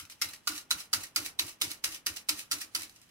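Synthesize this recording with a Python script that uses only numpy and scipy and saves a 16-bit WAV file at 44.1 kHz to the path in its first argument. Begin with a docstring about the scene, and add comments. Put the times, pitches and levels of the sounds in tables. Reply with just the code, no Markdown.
"""A slatted wooden hand fan is waved fast in a small room, heard close up in stereo.
It opens in the tail of a clap; then each forward stroke ends with the slats clapping together three times
and rattling out, and the air pushed by the leaf swells in a low whoosh. On each way back the slats slide
and knock more softly. After the last stroke a few loose slats tick and the leaf rustles to rest.
Wood is a train of random contacts through slat rings; air is noise in low resonances; quiet room tone lasts."""
import sys
import numpy as np
from scipy import signal
from scipy.fft import rfft, irfft
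from scipy.io import wavfile
from scipy.ndimage import uniform_filter1d

SR = 44100
rng = np.random.default_rng(int(sys.argv[2]) if len(sys.argv) > 2 else 0)


def dump(signal):
    """Clip the signal to [-1, 1] and save it as 16-bit WAV at the path in sys.argv[1]."""
    limited = np.clip(np.atleast_2d(signal).T, -1, 1)
    pcm = np.round(limited * 32767).astype(np.int16)
    wavfile.write(sys.argv[1], SR, pcm)


N = 136710  # length [samples]
PARTS, SLATS = 6, 24  # parts of the leaf, and slats shared out among them

# Forward strokes of the fan: (time [s], first clap level [dB], second clap over the first [dB],
# delay of the second [s], rattle over the first clap [dB], whoosh level [dB], drive of the outer sticks' ring [dB],
# delay of the third clap [s], third clap over the first [dB], pitch of the loudest slat [Hz])
STROKES = [(-.02, -18, -2, 0.0046, -14, -70.5, 17, 0.017, -7, 3070),
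           (0.2154, -22, 5, 0.0047, -5.5, -61.5, 9.5, 0.012, -4, 5450),
           (0.473, -22, 4, 0.004, -6.5, -55, 16.5, 0.0061, -4, 4800),
           (0.7072, -19.5, 6.5, 0.0046, -12.5, -60, 14.5, 0.012, 1.5, 3950),
           (0.9306, -17, 3, 0.0051, -11.5, -52.5, 14.5, 0.011, -9, 4740),
           (1.1606, -16.5, 3.5, 0.0043, -10, -52, 11.5, 0.008, -16, 4770),
           (1.39, -23.5, 11, 0.0045, -5.5, -52, 7.5, 0.032, -9, 4050),
           (1.6135, -21.5, 7.5, 0.0047, -8, -51, 6.5, 0.01, -1.5, 3710),
           (1.84, -22, -3, 0.0038, -5, -57, 7.5, 0.017, -4, 4900),
           (2.0628, -23, 7, 0.0042, -6, -57.5, 9, 0.018, -5, 4800),
           (2.2874, -21, 6.5, 0.0045, -7, -53.5, 9.5, 0.0088, 0, 4950),
           (2.5135, -23, 5.5, 0.0051, -5, -52, 9.5, 0.014, -2, 4860),
           (2.749, -20.5, -2.5, 0.0033, -12.5, -56.5, 12, 0.011, -2, 4800)]


def amp(db):
    """Decibels to amplitude."""
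    return 10 ** (np.asarray(db) / 20)


def evened(x):
    """Scale to an RMS of one."""
    return x / np.sqrt(np.mean(x ** 2) + 1e-20)


def read(points, hz):
    """Read a curve of (frequency, value) points along a log frequency axis."""
    f, value = np.transpose(points)
    return np.interp(np.log(hz + 1), np.log(f + 1), value)


def dying(s, decay_s, rise_s):
    """Envelope: exponential rise up to time s, exponential fall after, both as time constants."""
    t = np.arange(N) / SR - s
    return np.exp(np.where(t < 0, t / rise_s, -t / decay_s))


def resonate(x, hz, width):
    """Two-pole resonance with its bandwidth in Hz."""
    return signal.lfilter(*signal.iirpeak(hz, hz / width, SR), x)


def contacts():
    """Tiny wood contacts at random moments, of random strength and sign."""
    per_s, spread_db = 12000, 2.5
    strength = amp(spread_db * np.minimum(rng.exponential(1, N), 4))
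    struck = rng.random(N) < per_s / SR
    return evened(strength * struck * rng.choice([-1., 1.], N))


def claps(size):
    """Slats meet three times and rattle out; the outer sticks and one loud slat ring along."""
    hold_s, soft_rise_s = 0.0018, 0.00022
    first_s, later_s, rattle_s = 0.0011, 0.0021, 0.025  # decay time constants
    creak_db, creak_rise_s = -28.5, 0.0069  # faint creak that leads into a clap
    stick_hz, stick_width = 1385, 110
    loudest_db, loudest_width = 19, 207  # drive of the loudest slat's ring, width [Hz]
    force, loose, ring = np.zeros((3, N))
    for s, db, second_db, delay, rattle_db, _, stick_db, third, third_db, loudest_hz in STROKES:
        # the first clap rises quickly, holds for a moment, then dies
        clap = amp(db) * np.minimum(dying(s + hold_s, first_s, 1), dying(s, 1, soft_rise_s))
        clap += amp(db + second_db) * dying(s + delay, later_s, 0.00021)
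        clap += amp(db + third_db) * dying(s + third, later_s, soft_rise_s)
        rattle = amp(db + rattle_db) * dying(s + delay, rattle_s, 0.0022)
        force += clap
        loose += rattle + amp(db + creak_db) * dying(s, 0.002, creak_rise_s)
        ring += amp(stick_db) * resonate(size * (clap + rattle), stick_hz, stick_width)
        ring += amp(loudest_db) * resonate(size * clap, loudest_hz, loudest_width)
    return force, loose, ring


def returns():
    """On the way back the slats slide with a slow swell and knock softly."""
    # Return strokes: (time [s], knock level [dB], slide over the knock [dB], rise time constant of the slide [s])
    backstrokes = [(0.099, -39.5, -2, 0.0014), (0.3359, -34.5, -8, 0.055), (0.579, -29, -6.5, 0.038),
                   (0.8034, -44, 7.5, 0.022), (1.037, -25.5, -12.5, 0.033), (1.2611, -28.5, -5, 0.028),
                   (1.4907, -34, -3.5, 0.026), (1.716, -25.5, -9.5, 0.029), (1.945, -30, -6, 0.03),
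                   (2.1691, -27.5, -11, 0.018), (2.393, -28.5, -7.5, 0.022), (2.618, -27, -9.5, 0.029),
                   (2.82, -26.5, -13.5, 0.023)]
    knock_s, slide_s, soft_rise_s = 0.00092, 0.021, 0.00022  # time constants
    knocks, slides = np.zeros((2, N))
    for s, db, slide_db, swell in backstrokes:
        knocks += amp(db) * dying(s, knock_s, soft_rise_s)
        slides += amp(db + slide_db) * dying(s, slide_s, swell)
    return knocks, slides


def ticks():
    """Single loose slats tick: short bursts of contact strength."""
    # Loose slats: (time [s], level [dB])
    loose_slats = [(0.052, -44), (0.111, -41), (0.288, -35), (1.467, -34), (2.1623, -33), (2.832, -32.5),
                   (2.895, -42.5), (2.961, -40), (3.0157, -46), (3.091, -53)]
    return sum(amp(db) * dying(s, 0.0027, 0.00022) for s, db in loose_slats)


def settling():
    """The leaf rustles faintly as it comes to rest: one slow swell and fade."""
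    return amp(-59) * dying(2.925, 0.28, 0.21)


def slat_sound():
    """One contact: a broad snap and an equally strong short ring of one slat, tuned its own way."""
    # Modes of a slat: (frequency before detuning [Hz], width before widening [Hz], level before spread [dB])
    modes = [(2364.6, 39, -6), (2860, 49, -4), (3890, 97, 1.5), (4910, 99, 3), (6178, 114, 4.5),
             (7760, 400, 3.5), (12500, 250, -24)]
    # Spectrum of the snap: (frequency [Hz], relative level [dB])
    snap_curve = [(300, -52), (760, -14.5), (1250, -7), (1850, -7.5), (2320, -2), (4100, -5.5), (10700, 1),
                  (15500, -7.5)]
    detune, widen, spread_db = .08, 1.5, 6.
    hz = np.fft.fftfreq(2048, 1 / SR)
    log_gain = np.log(amp(read(snap_curve, abs(hz))))
    # minimum phase puts the snap's energy at its start
    snap = np.fft.ifft(np.exp(np.conj(signal.hilbert(log_gain)))).real[:1024]
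    t = np.arange(1024) / SR
    shift, level, phase = rng.standard_normal((3, len(modes)))
    ring = np.zeros(1024)
    for (f, width, db), d, l, p in zip(modes, shift, level, 2 * phase):
        fade = np.exp(-np.pi * width * widen * t)
        ring += amp(db + spread_db * l) * fade * np.sin(2 * np.pi * f * (1 + detune * d) * t + p)
    return evened(snap) + evened(ring)


def clumping():
    """Each part of the leaf rattles in its own uneven clumps, some of them common to all."""
    clump_db, clump_s, shared = 3.5, 0.0064, 0.28
    window = np.hanning(round(2 * clump_s * SR))
    clumps = evened(signal.oaconvolve(rng.standard_normal((PARTS, N)), window[None], "same"))
    return amp(clump_db * (clumps + shared * clumps[0]))


def leaning():
    """The part of the leaf that strikes hardest drifts, while the overall power stays level."""
    lean_db, lean_s = 4.0, .03
    drift = uniform_filter1d(rng.standard_normal((PARTS, N)), round(lean_s * SR), axis=1)
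    lean = amp(lean_db * evened(drift))
    return lean / np.sqrt(np.mean(lean ** 2, axis=0))


def place(x, lag, pan_db):
    """Left and right copies of a sound on the fan: the far side is late and weaker, plus the slat's own offset."""
    # Path of the fan: (time [s], place [-1 left to 1 right])
    path = [(0, -0.79), (.5, 0.54), (.9, 0.81), (3.1, 1)]
    side_lag, side_db = 7.6, 2  # at full right: delay of the left [samples], right over left [dB]
    n = np.arange(N)
    side = np.interp(n / SR, *np.transpose(path))
    late = np.round(side_lag * side + lag).astype(int)
    db = side_db * side + pan_db
    left = amp(-db / 2) * x[np.clip(n - late, 0, N - 1)]
    return np.array([left, amp(db / 2) * x])


def slats():
    """Claps, slides and knocks drive wood contacts, each ringing a random slat in its place along the leaf."""
    lag_spread, pan_spread_db, slats_db = 3, 4, -9.5  # [samples], [dB], [dB]
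    size = contacts()
    force, loose, ring = claps(size)
    knocks, slides = returns()
    force += knocks + ticks()
    loose += slides + settling()
    clumps = clumping()
    which = rng.integers(0, SLATS, size=N)
    spots = rng.standard_normal((SLATS, 2))
    train = size * leaning() * (force + loose * clumps)
    wood, parts = np.zeros((2, N)), np.zeros((PARTS, N))
    for k, (lag, pan) in enumerate(spots - spots.mean(0)):
        struck = train[k % PARTS] * (which == k)
        sound = signal.oaconvolve(struck, slat_sound())[:N] / np.sqrt(1024)
        wood += place(sound, lag_spread * lag, pan_spread_db * pan)
        parts[k % PARTS] += sound
    parts[0] += .5 * ring  # the ring reaches the room at half strength
    return amp(slats_db) * (wood + place(ring, 0, 0)), amp(slats_db) * parts


def gust(levels_db, hz, width, peak_s, shape):
    """Noise in a low resonance, swelling and fading after each clap."""
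    level = np.zeros(N)
    for stroke, db in zip(STROKES, levels_db):
        u = np.maximum(np.arange(N) / SR - stroke[0], 0) / peak_s
        level += amp(db) * (u * np.exp(1 - u)) ** shape
    noise = resonate(rng.standard_normal(N), hz, width)
    return level * evened(resonate(noise, hz, 2 * width))


def whoosh():
    """Air off the leaf: a resonant gust with a fainter one an octave up, stronger on the right."""
    hz, width, peak_s, shape = 306.8, 36, 0.041, 1.85
    octave_db, right_db = -18, 5.5
    levels_db = np.transpose(STROKES)[5]
    air = gust(levels_db, hz, width, peak_s, shape)
    air += amp(octave_db) * gust(levels_db, 2 * hz, width, peak_s, shape)
    return air * amp([[-right_db / 2], [right_db / 2]])


def push():
    """Deep push of air after each clap, with a weak share of opposite sign left and right."""
    # Strength of the push: (time [s], level [dB])
    strength = [(0, -57.5), (1.4, -54.5), (2.6, -62)]
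    hz, width, peak_s, shape, apart_db = 87, 50, 0.05, 10.2, -15.5
    levels_db = np.interp(np.transpose(STROKES)[0], *np.transpose(strength))
    both = gust(levels_db, hz, width, peak_s, shape)
    apart = gust(levels_db, hz, width, peak_s, shape)
    return both + amp(apart_db) * apart * [[1], [-1]]


def room_tail():
    """Sparse taps of random sign, each band dying at its own speed, the bass alike on both sides."""
    # Decay of the room: (frequency [Hz], time to fall 60 dB [s])
    decay = [(500, 0.68), (2000, 0.15), (9000, 0.13)]
    mono_hz, start_s = 770, .002
    taps, grid = np.zeros((2, SR // 2)), np.arange(0, SR // 2 - 20, 10)
    spots = grid + rng.integers(0, 10, (2, len(grid)))
    np.put_along_axis(taps, spots, rng.choice([-1., 1.], (2, len(grid))), 1)
    hz, t, z = signal.stft(taps, SR, nperseg=256)
    same = 1 / (1 + (hz[:, None] / mono_hz) ** 2)
    z[1] = same * z[0] + np.sqrt(1 - same ** 2) * z[1]
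    fade = amp(-60 * t / read(decay, hz)[:, None])
    tail = signal.istft(z * fade, SR, nperseg=256)[1]
    return np.pad(tail / np.linalg.norm(tail[0]), ((0, 0), (round(start_s * SR), 0)))


def room(parts):
    """Each part of the leaf has its own echoes."""
    echoes = sum(signal.fftconvolve(x[None], room_tail(), axes=1)[:, :N] for x in parts)
    return amp(-3) * echoes


def room_tone():
    """Steady quiet noise, more alike in both channels in the bass than above."""
    # Spectrum of the tone: (frequency [Hz], relative level before the bass cut [dB])
    spectrum = [(29, -38), (50, 5), (288, 2), (404, -7.5), (1590, -6.5), (3420, -8), (5520, -62),
                (15500, -79)]
    # Stereo likeness: (frequency [Hz], left-right correlation [0 to 1])
    likeness = [(60, 1), (950, 0.17), (15000, 0.17)]
    tone_db, cut_hz = -66.5, 45
    hz = np.fft.rfftfreq(N, 1 / SR)
    a, b = rfft(rng.standard_normal((2, N)), axis=1)
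    same = read(likeness, hz)
    z = np.array([a, same * a + np.sqrt(1 - same ** 2) * b])
    z *= amp(read(spectrum, hz)) * hz ** 2 / (hz ** 2 + cut_hz ** 2)
    return amp(tone_db) * evened(irfft(z, N, axis=1))


def scene():
    """Wooden slats, their echoes, the moving air and the room tone."""
    wood, parts = slats()
    return wood + room(parts) + whoosh() + push() + room_tone()


def record(dry):
    """The top of the treble is dulled, then cut."""
    dull_hz, dull_db, edge_hz = 15750, -18, 16800
    hz = [0, dull_hz, dull_hz + 150, SR / 2]
    shelf = signal.firwin2(511, hz, [1, 1, amp(dull_db), amp(dull_db)], fs=SR)
    edge = signal.firwin(511, edge_hz, window=("kaiser", 9), fs=SR)
    return signal.oaconvolve(dry, np.convolve(shelf, edge)[None], "same")


dry = scene()
out = record(dry)
dump(out)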